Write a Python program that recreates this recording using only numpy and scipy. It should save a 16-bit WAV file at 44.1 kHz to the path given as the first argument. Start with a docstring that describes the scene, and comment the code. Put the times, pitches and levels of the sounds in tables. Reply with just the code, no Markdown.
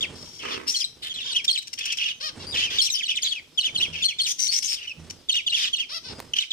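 """A high arched chirp over a soft rustle, then zebra finches chattering close by in a wire cage.
Whistles are quivering near sines; warbles add grit; rasps and dry tets are snaps ringing the throat;
nasal calls are harmonic stacks. Shaped noise rustles and taps, a foot scrapes, a perch thuds.
Dense echoes give the cage, a short noise tail the small room; faint far notes and a hush lie behind."""
import sys
import numpy as np
from scipy import signal
from scipy.fft import rfft, irfft
from scipy.io import wavfile
from scipy.ndimage import uniform_filter1d

SR = 44100
rng = np.random.default_rng(int(sys.argv[2]) if len(sys.argv) > 2 else 0)


def put_to_file(sound):
    """Save the sound as 16-bit audio at rate SR, in the file named by the first command-line argument."""
    columns = np.atleast_2d(sound).T  # one column per channel
    safe = np.clip(columns, -1, 1)
    whole_steps = np.round(safe * 32767)
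    wavfile.write(sys.argv[1], SR, whole_steps.astype(np.int16))


N = 287532
TIME = np.arange(N) / SR   # s

# twitter motif, opening dip, high flick, low note:
# place in lead-up [0-1], length/s, start f/Hz, end f/Hz, grit re tone/dB, swell over note/dB
TWITTER_MOTIF = [(0, 0.02474, 3660, 2885, -25.5, 5.5), (.36, 0.023, 4596, 3676, -42, 11),
                 (.74, .021, 2750, 2950, -14, 8)]
# twitters: t/s, lead-up/s, slide top f/Hz, levels of dip, flick, low note, slide/dB
TWITTER_PHRASES = [(1.289, 0.0715, 3380, -31, -30, -25, -23.5), (3.023, 0.075, 3770, -25, -29, -24, -27.5),
                   (3.574, 0.073, 3714, -18.5, -26.5, -26, -24), (3.746, 0.071, 3798, -23, -26, -23, -23),
                   (5.286, 0.0709, 3747, -18, -24.5, -23.5, -24),
                   (5.463, .076, 3520, -20.5, -28, -23.5, -24.5), (5.728, 0.0687, 3534, -22, -32, -29, -27)]
# chirp motif, opening dip, held high note: columns as the twitter motif
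CHIRP_MOTIF = [(0, 0.0262, 3690, 3060, -22.5, -2.5), (.34, 0.0262, 4296, 4208, -22, 11)]
# chirps: t/s, lead-up/s, slide top f/Hz, levels of dip, held note, slide/dB
CHIRP_PHRASES = [(0.733, 0.052, 4800, -26.5, -25, -32), (1.477, 0.049, 5250, -15, -15.5, -22),
                 (2.783, 0.06, 4720, -13.5, -16, -23.5), (4.021, 0.06, 3511, -20, -17.5, -23.5),
                 (4.185, 0.047, 4857, -18.5, -23.5, -27.5)]
# closing slide of each phrase
SLIDE_S, SLIDE_END_HZ, SLIDE_FADE_DB = 0.053, 2156, 7.5
# lone whistles, slurs and peeps: t/s, length/s, start f/Hz, end f/Hz, level/dB
LONE_SLURS = [(0.8, 0.037, 5046, 5022, -31), (0.841, 0.0142, 3840, 4013, -24.5),
              (1.094, 0.038, 3500, 3100, -31.5), (1.574, 0.021, 3710, 4150, -18.5),
              (1.879, 0.026, 3320, 2620, -38), (2.013, .032, 3308, 2760, -31),
              (2.467, 0.063, 4645, 4830, -37.5), (2.52, 0.0515, 3800, 2670, -30),
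              (2.635, 0.0653, 3200, 2289, -30), (2.815, 0.025, 5213, 5340, -19),
              (2.899, 0.0125, 3950, 3738, -16), (2.914, 0.056, 6640, 4627, -23.5),
              (2.942, .037, 3074, 3059, -24.5), (3.1, 0.018, 3460, 3190, -27.5),
              (3.219, 0.0187, 5320, 2850, -26), (3.225, 0.02, 7220, 5816, -28.5),
              (3.275, .065, 4908, 2897, -27.5), (3.35, 0.053, 2985, 2140, -35.5),
              (4.482, 0.042, 4440, 4525, -27.5), (4.871, 0.055, 3050, 2520, -34.5),
              (5.616, 0.029, 4423, 3330, -29), (6.334, 0.011, 3330, 2710, -21.5),
              (6.362, 0.011, 2940, 3380, -22.5), (6.384, 0.012, 3165, 2970, -12.5),
              (6.504, 0.018, 4200, 2915, -20)]
# chirps that flick up and drop: t/s, length/s, top f/Hz, level/dB
ARCHED_CHIRPS = [(0.006, 0.052, 3837, -25.5), (2.972, 0.054, 3700, -26.5), (3.152, .042, 3911, -25.5),
                 (6.398, 0.043, 4160, -20.5)]
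# pitch contour of an arched chirp: place in note [0-1], share of top f [ratio]
ARCH_CONTOUR = [(0, .85), (.22, 1), (.55, .8), (1, 0.5)]
# throat resonance that a whistle sweeps through: centre, half width, peak
THROAT_HZ, THROAT_WIDTH_HZ, THROAT_DB = 3226, 310, 10.5
# whistle quiver: RMS share of pitch, bandwidth
QUIVER, QUIVER_HZ = 0.015, 90
# second strand: pitch ratio, sine amplitude
STRAND_RATIO, STRAND_DB = 1.35, -19
# warble bouts: t/s, length/s, nominal centre f/Hz, level before the per-note offset/dB, grit re tone/dB
WARBLE_BOUTS = [(0.389, 0.19, 2864, -33.5, -5), (1.136, 0.21, 3270, -32, -10),
                (1.773, 0.17, 2980, -30, -5.5), (1.975, 0.15, 2912, -27, -8),
                (2.538, 0.13, 3050, -23.5, -3.5), (2.699, 0.095, 2875, -28.5, 5),
                (3.239, 0.042, 3350, -23.5, -8), (3.327, 0.056, 2910, -42, 1), (3.925, 0.1, 2970, -32, -7),
                (4.758, 0.11, 2950, -38.5, -4), (5.562, 0.13, 3229, -25, -2.5),
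                (6.354, .095, 2950, -30.5, 4), (3.079, .058, 3050, -26.5, -17)]
# scolding rasps: t/s, length/s, squeal and throat start f/Hz, end f/Hz, level/dB
RASP_CALLS = [(0.142, 0.27, 5230, 5638, -45), (0.666, 0.054, 5020, 5770, -24.5),
              (0.709, 0.12, 6070, 5880, -33), (1.016, 0.081, 3367, 3100, -33),
              (2.812, 0.0713, 4600, 6280, -20.5), (4.257, 0.0758, 5424, 6080, -25.5),
              (4.38, 0.1098, 5860, 5613, -26.5), (4.511, 0.091, 5000, 5990, -24),
              (4.617, 0.06, 5420, 6310, -26), (4.668, 0.0904, 5610, 4990, -26),
              (5.548, 0.11, 5374, 4872, -33.5), (6.35, 0.128, 5503, 4900, -41.5)]
# spill of snaps through the beak: f/Hz, relative level/dB
BEAK_COLOUR = [(900, -15), (2800, -3), (6300, -10), (7700, -40), (10000, -58), (15000, -48.5)]
# short dry notes: t/s, level/dB
TET_NOTES = [(1.441, -30), (1.618, -38), (1.669, -33.5), (1.728, -29.5), (1.784, -31), (1.852, -29),
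             (1.918, -28), (1.969, -34), (5.097, -35)]
# nasal calls: t/s, length/s, top f/Hz, place of top [0-1], level/dB
NASAL_CALLS = [(0.497, 0.0682, 635, 0.32, -38), (1.239, 0.1, 559, 0.47, -40),
               (2.197, 0.11, 628.6, 0.5, -32), (2.387, 0.082, 562.5, 0.29, -42.5),
               (5.883, 0.11, 680, .65, -33.5), (6.029, 0.11, 509.8, 0.28, -41)]
# spectrum of a nasal call: f/Hz, relative level/dB
NASAL_SPECTRUM = [(600, -17), (1200, -7), (2000, -12.5), (3600, -1), (5400, -2.5), (7500, -27),
                  (12000, -28.5)]
# a bird shifts about: t/s, length/s, level before lumpiness/dB
SHUFFLE_BOUTS = [(0, 0.16, -46.5), (0.427, 0.073, -47), (0.954, 0.51, -57.5), (2.372, 0.2, -44.5),
                 (2.56, 0.19, -48), (3.731, 0.165, -48.5), (4.999, 0.066, -50), (6.118, 0.036, -45.5)]
# swell, dying away, and the floor of the rustle before lumpiness
SHUFFLE_RISE_DB_PER_S, SHUFFLE_FALL_DB_PER_S, FIDGET_DB = 153, 52.5, -61.5
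# spectrum of the rustle: f/Hz, relative level/dB
RUSTLE_SPECTRUM = [(40, -10), (85, 2.5), (380, -3.5), (700, -11.5), (1600, -16), (9000, -25.5),
                   (15000, -71)]
# claws on the cage: t/s, peak level/dB
CLAW_TAPS = [(0.43, -40.5), (6.194, -24), (6.202, -19.5)]
# bumps on a perch: t/s, gain on the perch modes/dB
PERCH_BUMPS = [(3.891, -38), (4.974, -35)]
# low ringing of the perch: f/Hz, relative level/dB, decay to 1/e/s
PERCH_RING = [(81.1, -8.5, 0.11), (161.7, -2.5, 0.0615)]
# cage echoes re direct sound
WHISTLE_ECHO_DB, WARBLE_ECHO_DB, RASP_ECHO_DB = -5.5, -1, 1
# room tail: decay by 60 dB, level re direct sound
ROOM_T60_S, ROOM_DB = 0.295, -10.5
FAR_CALLS_PER_S, FAR_DB, FAR_LOW_HZ, FAR_HIGH_HZ = 16, -59, 4600, 6200
HUSH_DB = -58.5
# spectrum of the hush: f/Hz, relative level/dB
HUSH_SPECTRUM = [(150, -13), (1100, -28), (2000, -21.5), (3200, -13), (5500, -16.5), (8000, -27),
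                 (15000, -32)]
# colour of the two microphone ports: f/Hz, left minus right/dB
PORT_COLOUR = [(100, -4.5), (400, -8.5), (2000, -1.5), (3500, -6.5), (5500, 11.5), (8500, -15.5),
               (13000, 0.5)]
LIMIT_DB, RECOVERY_DB_PER_S, CUTOFF_HZ = -13.5, 23.5, 15200


def phrases(motif, sung):
    """Each phrase paces its motif over a lead-up, then ends in a fading downward slide."""
    out = np.zeros((2, N))
    for start_s, lead_s, top_hz, *note_dbs, slide_db in sung:
        for (place, length_s, from_hz, to_hz, grit_db, swell_db), db in zip(motif, note_dbs):
            note = whistle(length_s, lambda u: slur(u, from_hz, to_hz), db, grit_db, swell_db)
            add(out, start_s + place * lead_s, note)
        slide = whistle(SLIDE_S, lambda u: slur(u, top_hz, SLIDE_END_HZ), slide_db,
                        swell_db=-SLIDE_FADE_DB, edge_s=0.0038)
        add(out, start_s + lead_s, slide)
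    return out


def lone_notes():
    """Single slurs and arched chirps: whistles on a gliding or arching pitch."""
    out = np.zeros((2, N))
    places, shares = np.transpose(ARCH_CONTOUR)
    for start_s, length_s, from_hz, to_hz, db in LONE_SLURS:
        add(out, start_s, whistle(length_s, lambda u: slur(u, from_hz, to_hz), db))
    for start_s, length_s, top_hz, db in ARCHED_CHIRPS:
        add(out, start_s, whistle(length_s, lambda u: top_hz * np.interp(u, places, shares), db))
    return out


def whistle(length_s, contour, db, grit_db=-18, swell_db=0, edge_s=0.00342):
    """A quivering note flares at the throat resonance; the syrinx's other side adds a strand above."""
    u, envelope = syllable(length_s, edge_s)
    hz = contour(u) * (1 + QUIVER * wander(len(u), QUIVER_HZ))
    throat_db = THROAT_DB / (1 + ((hz - THROAT_HZ) / THROAT_WIDTH_HZ) ** 2)
    tone = syrinx(hz, jitter=0.01515, shimmer_db=2.5, overtone_db=-25.0, fall_db=-14.5)
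    strand_ratio = STRAND_RATIO + 2 * QUIVER * wander(len(u), QUIVER_HZ)
    strand = np.sin(phase_of(hz * strand_ratio))
    grit = buzz(hz, pulse_hz=667.0, uneven=0.14, ring_s=0.000064, spread_db=8.5)
    voice = tone + from_db(STRAND_DB) * strand + from_db(grit_db) * grit
    loudness = rms_one(envelope * from_db(throat_db + swell_db * u))
    return in_cage(from_db(db) * loudness * voice, echo_db=WHISTLE_ECHO_DB, echo_s=0.006, pan_db=3.0)


def warbles(note_s=0.045, step_s=0.03, fall=0.1613):
    """Hoarse falling notes from further back, near sine plus grit, tumble over each other."""
    out = np.zeros((2, N))
    for start_s, length_s, centre_hz, db, grit_db in WARBLE_BOUTS:
        count = max(1, round((length_s - note_s) / step_s) + 1)
        for note_at_s in start_s + np.linspace(0, max(0, length_s - note_s), count):
            u, envelope = syllable(min(length_s, note_s), edge_s=0.007)
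            hz = centre_hz * np.exp(0.057 * rng.normal() + fall * (1 - 2 * u))
            tone = syrinx(hz, jitter=0.035, shimmer_db=4, overtone_db=-27, fall_db=-16, shake_hz=300)
            grit = buzz(hz, pulse_hz=569.6, uneven=0.11, ring_s=0.00052, spread_db=4.5)
            voice = rms_one(tone + from_db(grit_db) * grit)
            note_db = db - 2.0 + 1.0 * rng.normal()
            note = from_db(note_db) * envelope * voice
            add(out, note_at_s, in_cage(note, echo_db=WARBLE_ECHO_DB, echo_s=0.0076, pan_db=3.0))
    return out


def rasps(flutter_hz=130, flutter=0.057):
    """Harsh scolding: a fluttering squeal, a growl at 0.59 of its pitch and a rattle of snaps."""
    out = np.zeros((2, N))
    for start_s, length_s, from_hz, to_hz, db in RASP_CALLS:
        u, envelope = syllable(length_s, edge_s=0.016)
        envelope = envelope * from_db(0.83 * wander(len(u), 139))
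        swing = np.sin(phase_of(flutter_hz * np.exp(0.37 * wander(len(u), 85.3))))
        hz = slur(u, from_hz, to_hz) * (1 + flutter * swing)
        squeal = syrinx(hz, jitter=0.0458, shimmer_db=5.5, overtone_db=-34.0, shake_hz=770)
        growl = syrinx(hz * 0.59, jitter=0.0733, shimmer_db=8.0, overtone_db=-15.5,
                       fall_db=-3.0, shake_hz=589)
        rattle = buzz(hz, pulse_hz=520.5, uneven=0.2, ring_s=0.00037, spread_db=-10.5)
        voice = rms_one(squeal + from_db(-11.0) * growl + from_db(-2.5) * rattle)
        add(out, start_s, in_cage(from_db(db) * envelope * voice, echo_db=RASP_ECHO_DB))
    return out


def tets():
    """Dry notes: a few snaps each, the throat sweeping upward."""
    out = np.zeros((2, N))
    for start_s, db in TET_NOTES:
        u, envelope = syllable(0.017, edge_s=0.00422)
        throat_hz = slur(u, 5480, 5700)
        voice = buzz(throat_hz, pulse_hz=792, uneven=0.13, ring_s=0.00042, spread_db=-2.0)
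        add(out, start_s, in_cage(from_db(db) * envelope * voice))
    return out


def nasals():
    """A stack of 20 coloured harmonics on an arching pitch."""
    out = np.zeros((2, N))
    for start_s, length_s, top_hz, crest, db in NASAL_CALLS:
        u, envelope = syllable(length_s, edge_s=0.014)
        arch = 1 - 1.1 * (u - crest) ** 2
        phase = phase_of(top_hz * arch * (1 + 0.013 * wander(len(u), 210)))
        stack = coloured(sum(np.cos(k * phase) for k in range(1, 21)), NASAL_SPECTRUM)
        swell = from_db(3.24 * u + 1.8 * wander(len(u), 160))
        call = from_db(db) * rms_one(envelope * arch ** 2 * stack * swell)
        add(out, start_s, in_cage(call, echo_db=-1, echo_s=0.008))
    return out


def syrinx(hz, jitter, shimmer_db, overtone_db, fall_db=-11, shake_hz=260):
    """A near sine with weak, flickering overtones; unsteady membranes shake pitch and strength."""
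    size = len(hz)
    phase = phase_of(hz * (1 + jitter * wander(size, shake_hz)))
    tone = np.sin(phase)
    for k in range(2, 5):
        flicker_db = 4 * wander(size, shake_hz)
        # overtone_db holds midway between harmonics 2 and 3
        gain = from_db(overtone_db + fall_db * (k - 2.5) + flicker_db)
        tone += gain * np.sin(k * phase) * (k * hz < SR / 2)
    return rms_one(tone * from_db(shimmer_db * wander(size, shake_hz)))


def buzz(throat_hz, pulse_hz, uneven, ring_s, spread_db):
    """Snaps of the syrinx ring the throat and spill through the beak's broad resonances."""
    snaps = snapping(len(throat_hz), pulse_hz, uneven)
    spill = rms_one(coloured(snaps, BEAK_COLOUR))
    voice = ring(snaps, throat_hz, ring_s) + from_db(spread_db) * spill
    return rms_one(signal.sosfilt(signal.butter(2, 1700, "high", fs=SR, output="sos"), voice))


def snapping(size, pulse_hz, uneven):
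    """A train of snaps whose rate wavers and whose strength varies."""
    rate_hz = pulse_hz * np.exp(uneven * wander(size, pulse_hz / 2))
    cycles = np.floor(np.cumsum(rate_hz) / SR)
    return np.diff(cycles, prepend=-1) * np.exp(2 * uneven * rng.standard_normal(size))


def ring(snaps, hz, ring_s):
    """Snaps ring a moving one-pole resonance."""
    turn = np.exp(1j * phase_of(hz))
    decayed = signal.lfilter([1], [1, -np.exp(-1 / (ring_s * SR))], snaps / turn)
    return rms_one(np.gradient((turn * decayed).imag))


def movements():
    """Feathers and feet rub as lumpy coloured noise; claws tap as sharp noise bursts."""
    rubbing = rms_one(coloured(rng.standard_normal(N), RUSTLE_SPECTRUM))
    out = stirring() * from_db(2.4 * wander(N, 52.6)) * rubbing
    t = TIME[:SR // 20]
    for start_s, db in CLAW_TAPS:
        burst = rng.standard_normal(len(t)) * np.exp(-t / 0.00097)
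        tap = signal.lfilter([1], [1, -0.8], burst)
        add(out, start_s, from_db(db) * tap / np.abs(tap).max())
    return out


def stirring():
    """Rustle strength: each shuffle swells, holds and dies away over a constant floor."""
    gains = []
    for start_s, length_s, db in SHUFFLE_BOUTS:
        rise_db = SHUFFLE_RISE_DB_PER_S * np.maximum(start_s - TIME, 0)
        fall_db = SHUFFLE_FALL_DB_PER_S * np.maximum(TIME - start_s - length_s, 0)
        gains.append(from_db(db - rise_db - fall_db))
    return np.maximum(np.max(gains, axis=0), from_db(FIDGET_DB))


def scrape(start_s=0.428, length_s=0.28, db=-36.5):
    """A foot slips along a perch: uneven catches ring a sinking low note and die away."""
    out = np.zeros((2, N))
    u, envelope = syllable(length_s, edge_s=0.0053)
    catches = snapping(len(u), pulse_hz=298, uneven=0.3)
    body = ring(catches, slur(u, 450, 350), ring_s=0.0027)
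    band = signal.butter(2, [600, 2200], "band", fs=SR, output="sos")
    scratch = rms_one(signal.sosfilt(band, catches))
    slip = from_db(db - 10 * u) * envelope * (body + from_db(1.5 - 10 * u) * scratch)
    add(out, start_s, in_cage(slip, echo_db=3.0, echo_s=0.008))
    return out


def bumps():
    """A bird's weight sets its perch thudding: decaying low sines with a soft onset."""
    out, t = np.zeros(N), TIME[:SR // 2]
    modes = sum(from_db(db) * np.sin(2 * np.pi * hz * t) * np.exp(-t / decay_s)
                for hz, db, decay_s in PERCH_RING)
    thud = modes * (1 - np.exp(-t / 0.0055))
    for start_s, db in PERCH_BUMPS:
        add(out, start_s, from_db(db) * thud)
    return out


def in_cage(voice, echo_db=-6, echo_s=0.004, pan_db=0):
    """Left port hears a bird first; each turn of its head gives other echoes off bars and walls."""
    t = TIME[:int(5 * echo_s * SR)]
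    paths = rng.standard_normal((2, len(t))) * np.exp(-t / echo_s)
    paths *= from_db(echo_db) / np.linalg.norm(paths[0])
    paths[0, 0] = paths[1, int(0.00042 * SR)] = 1   # direct sound, right port 0.42 ms late
    paths /= np.linalg.norm(paths[0])
    return signal.fftconvolve(voice[None], paths) * from_db([[pan_db / 2], [-pan_db / 2]])


def room(x):
    """The room's short tail: exponentially decaying noise."""
    t = TIME[:SR // 2]
    tail = rng.standard_normal(len(t)) * from_db(-60 * t / ROOM_T60_S)
    return signal.fftconvolve(x, from_db(ROOM_DB) * tail / np.linalg.norm(tail))[:N]


def far_birds(length_s=0.051):
    """Faint level-pitched notes at random moments, heard only as the room's echo."""
    out = np.zeros(N)
    u, envelope = syllable(length_s, edge_s=0.063)
    for when, pitch, weakness in rng.random((int(FAR_CALLS_PER_S * N / SR), 3)):
        hz = FAR_LOW_HZ * (FAR_HIGH_HZ / FAR_LOW_HZ) ** pitch
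        note = np.sin(phase_of(np.full(len(u), hz)))
        add(out, when * N / SR, from_db(-8 * weakness) * envelope * note)
    return from_db(FAR_DB) * rms_one(np.array([room(out), room(out)]))


def room_hush():
    """Steady coloured noise, partly shared by the two ports."""
    noise = rng.standard_normal((2, N)) + rng.standard_normal(N)
    return from_db(HUSH_DB) * rms_one(coloured(noise, HUSH_SPECTRUM))


def gain_control(x):
    """Power over the limit pushes the gain down at once; it creeps back in the lulls."""
    power = uniform_filter1d(np.max(x ** 2, axis=0), size=180)
    over_db = np.maximum(10 * np.log10(np.abs(power) + 1e-12) - LIMIT_DB, 0)
    recovery_db = RECOVERY_DB_PER_S * TIME
    held_db = np.maximum.accumulate(over_db + recovery_db) - recovery_db
    return x * from_db(-uniform_filter1d(held_db, size=90))


def from_db(db):
    """Decibels to gain."""
    return 10 ** (np.asarray(db) / 20)


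def rms_one(x):
    """Scale to unit power."""
    return x / np.sqrt(np.mean(x ** 2) + 1e-20)


def add(out, start_s, sound):
    """Mix a sound in at its time."""
    at = max(0, int(start_s * SR))
    out[..., at:at + sound.shape[-1]] += sound[..., :max(0, N - at)]


def coloured(x, points):
    """Filter by a (f/Hz, level/dB) curve, interpolated over log frequency."""
    hz, db = np.transpose(points)
    bins_hz = np.fft.rfftfreq(x.shape[-1], 1 / SR)
    gain = from_db(np.interp(np.log(bins_hz + 1), np.log(hz), db))
    return irfft(rfft(x) * gain, x.shape[-1])


def wander(size, rate_hz):
    """Low-passed noise of unit spread."""
    lowpass = signal.butter(4, rate_hz, fs=SR, output="sos")
    slow = signal.sosfilt(lowpass, rng.standard_normal(size + SR // 10))
    return rms_one(slow)[-size:]   # drops the filter's start-up


def syllable(length_s, edge_s):
    """Progress 0-1 through a note, and its unit-power envelope with soft edges."""
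    u = np.linspace(0, 1, int(length_s * SR))
    edge = np.clip(np.minimum(u, 1 - u) * length_s / edge_s, 0, 1)
    return u, rms_one(np.sin(edge * np.pi / 2) ** 2)


def slur(u, start_hz, end_hz):
    """Nearly straight pitch glide, slightly quicker at first."""
    return end_hz + (start_hz - end_hz) * (1 - u) ** 1.1


def phase_of(hz):
    """Running phase of a moving frequency."""
    return 2 * np.pi * np.cumsum(hz) / SR


def scene():
    """Voices and movements in the cage, their room tail, far birds and hush."""
    whistles = phrases(TWITTER_MOTIF, TWITTER_PHRASES) + phrases(CHIRP_MOTIF, CHIRP_PHRASES) + lone_notes()
    voices = whistles + warbles() + rasps() + tets() + nasals()
    birds = voices + movements() + scrape() + bumps()
    tails = np.array([room(port) for port in birds])
    return birds + tails + far_birds() + room_hush()


def record(dry):
    """Each port has its own colour; the gain is held in check and the top is cut."""
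    left_curve = [(hz, db / 2) for hz, db in PORT_COLOUR]
    right_curve = [(hz, -db / 2) for hz, db in PORT_COLOUR]
    ports = np.array([coloured(dry[0], left_curve), coloured(dry[1], right_curve)])
    top_cut = signal.ellip(10, 0.1, 90, CUTOFF_HZ, fs=SR, output="sos")
    return signal.sosfilt(top_cut, gain_control(ports))


dry = scene()
out = record(dry)
put_to_file(out)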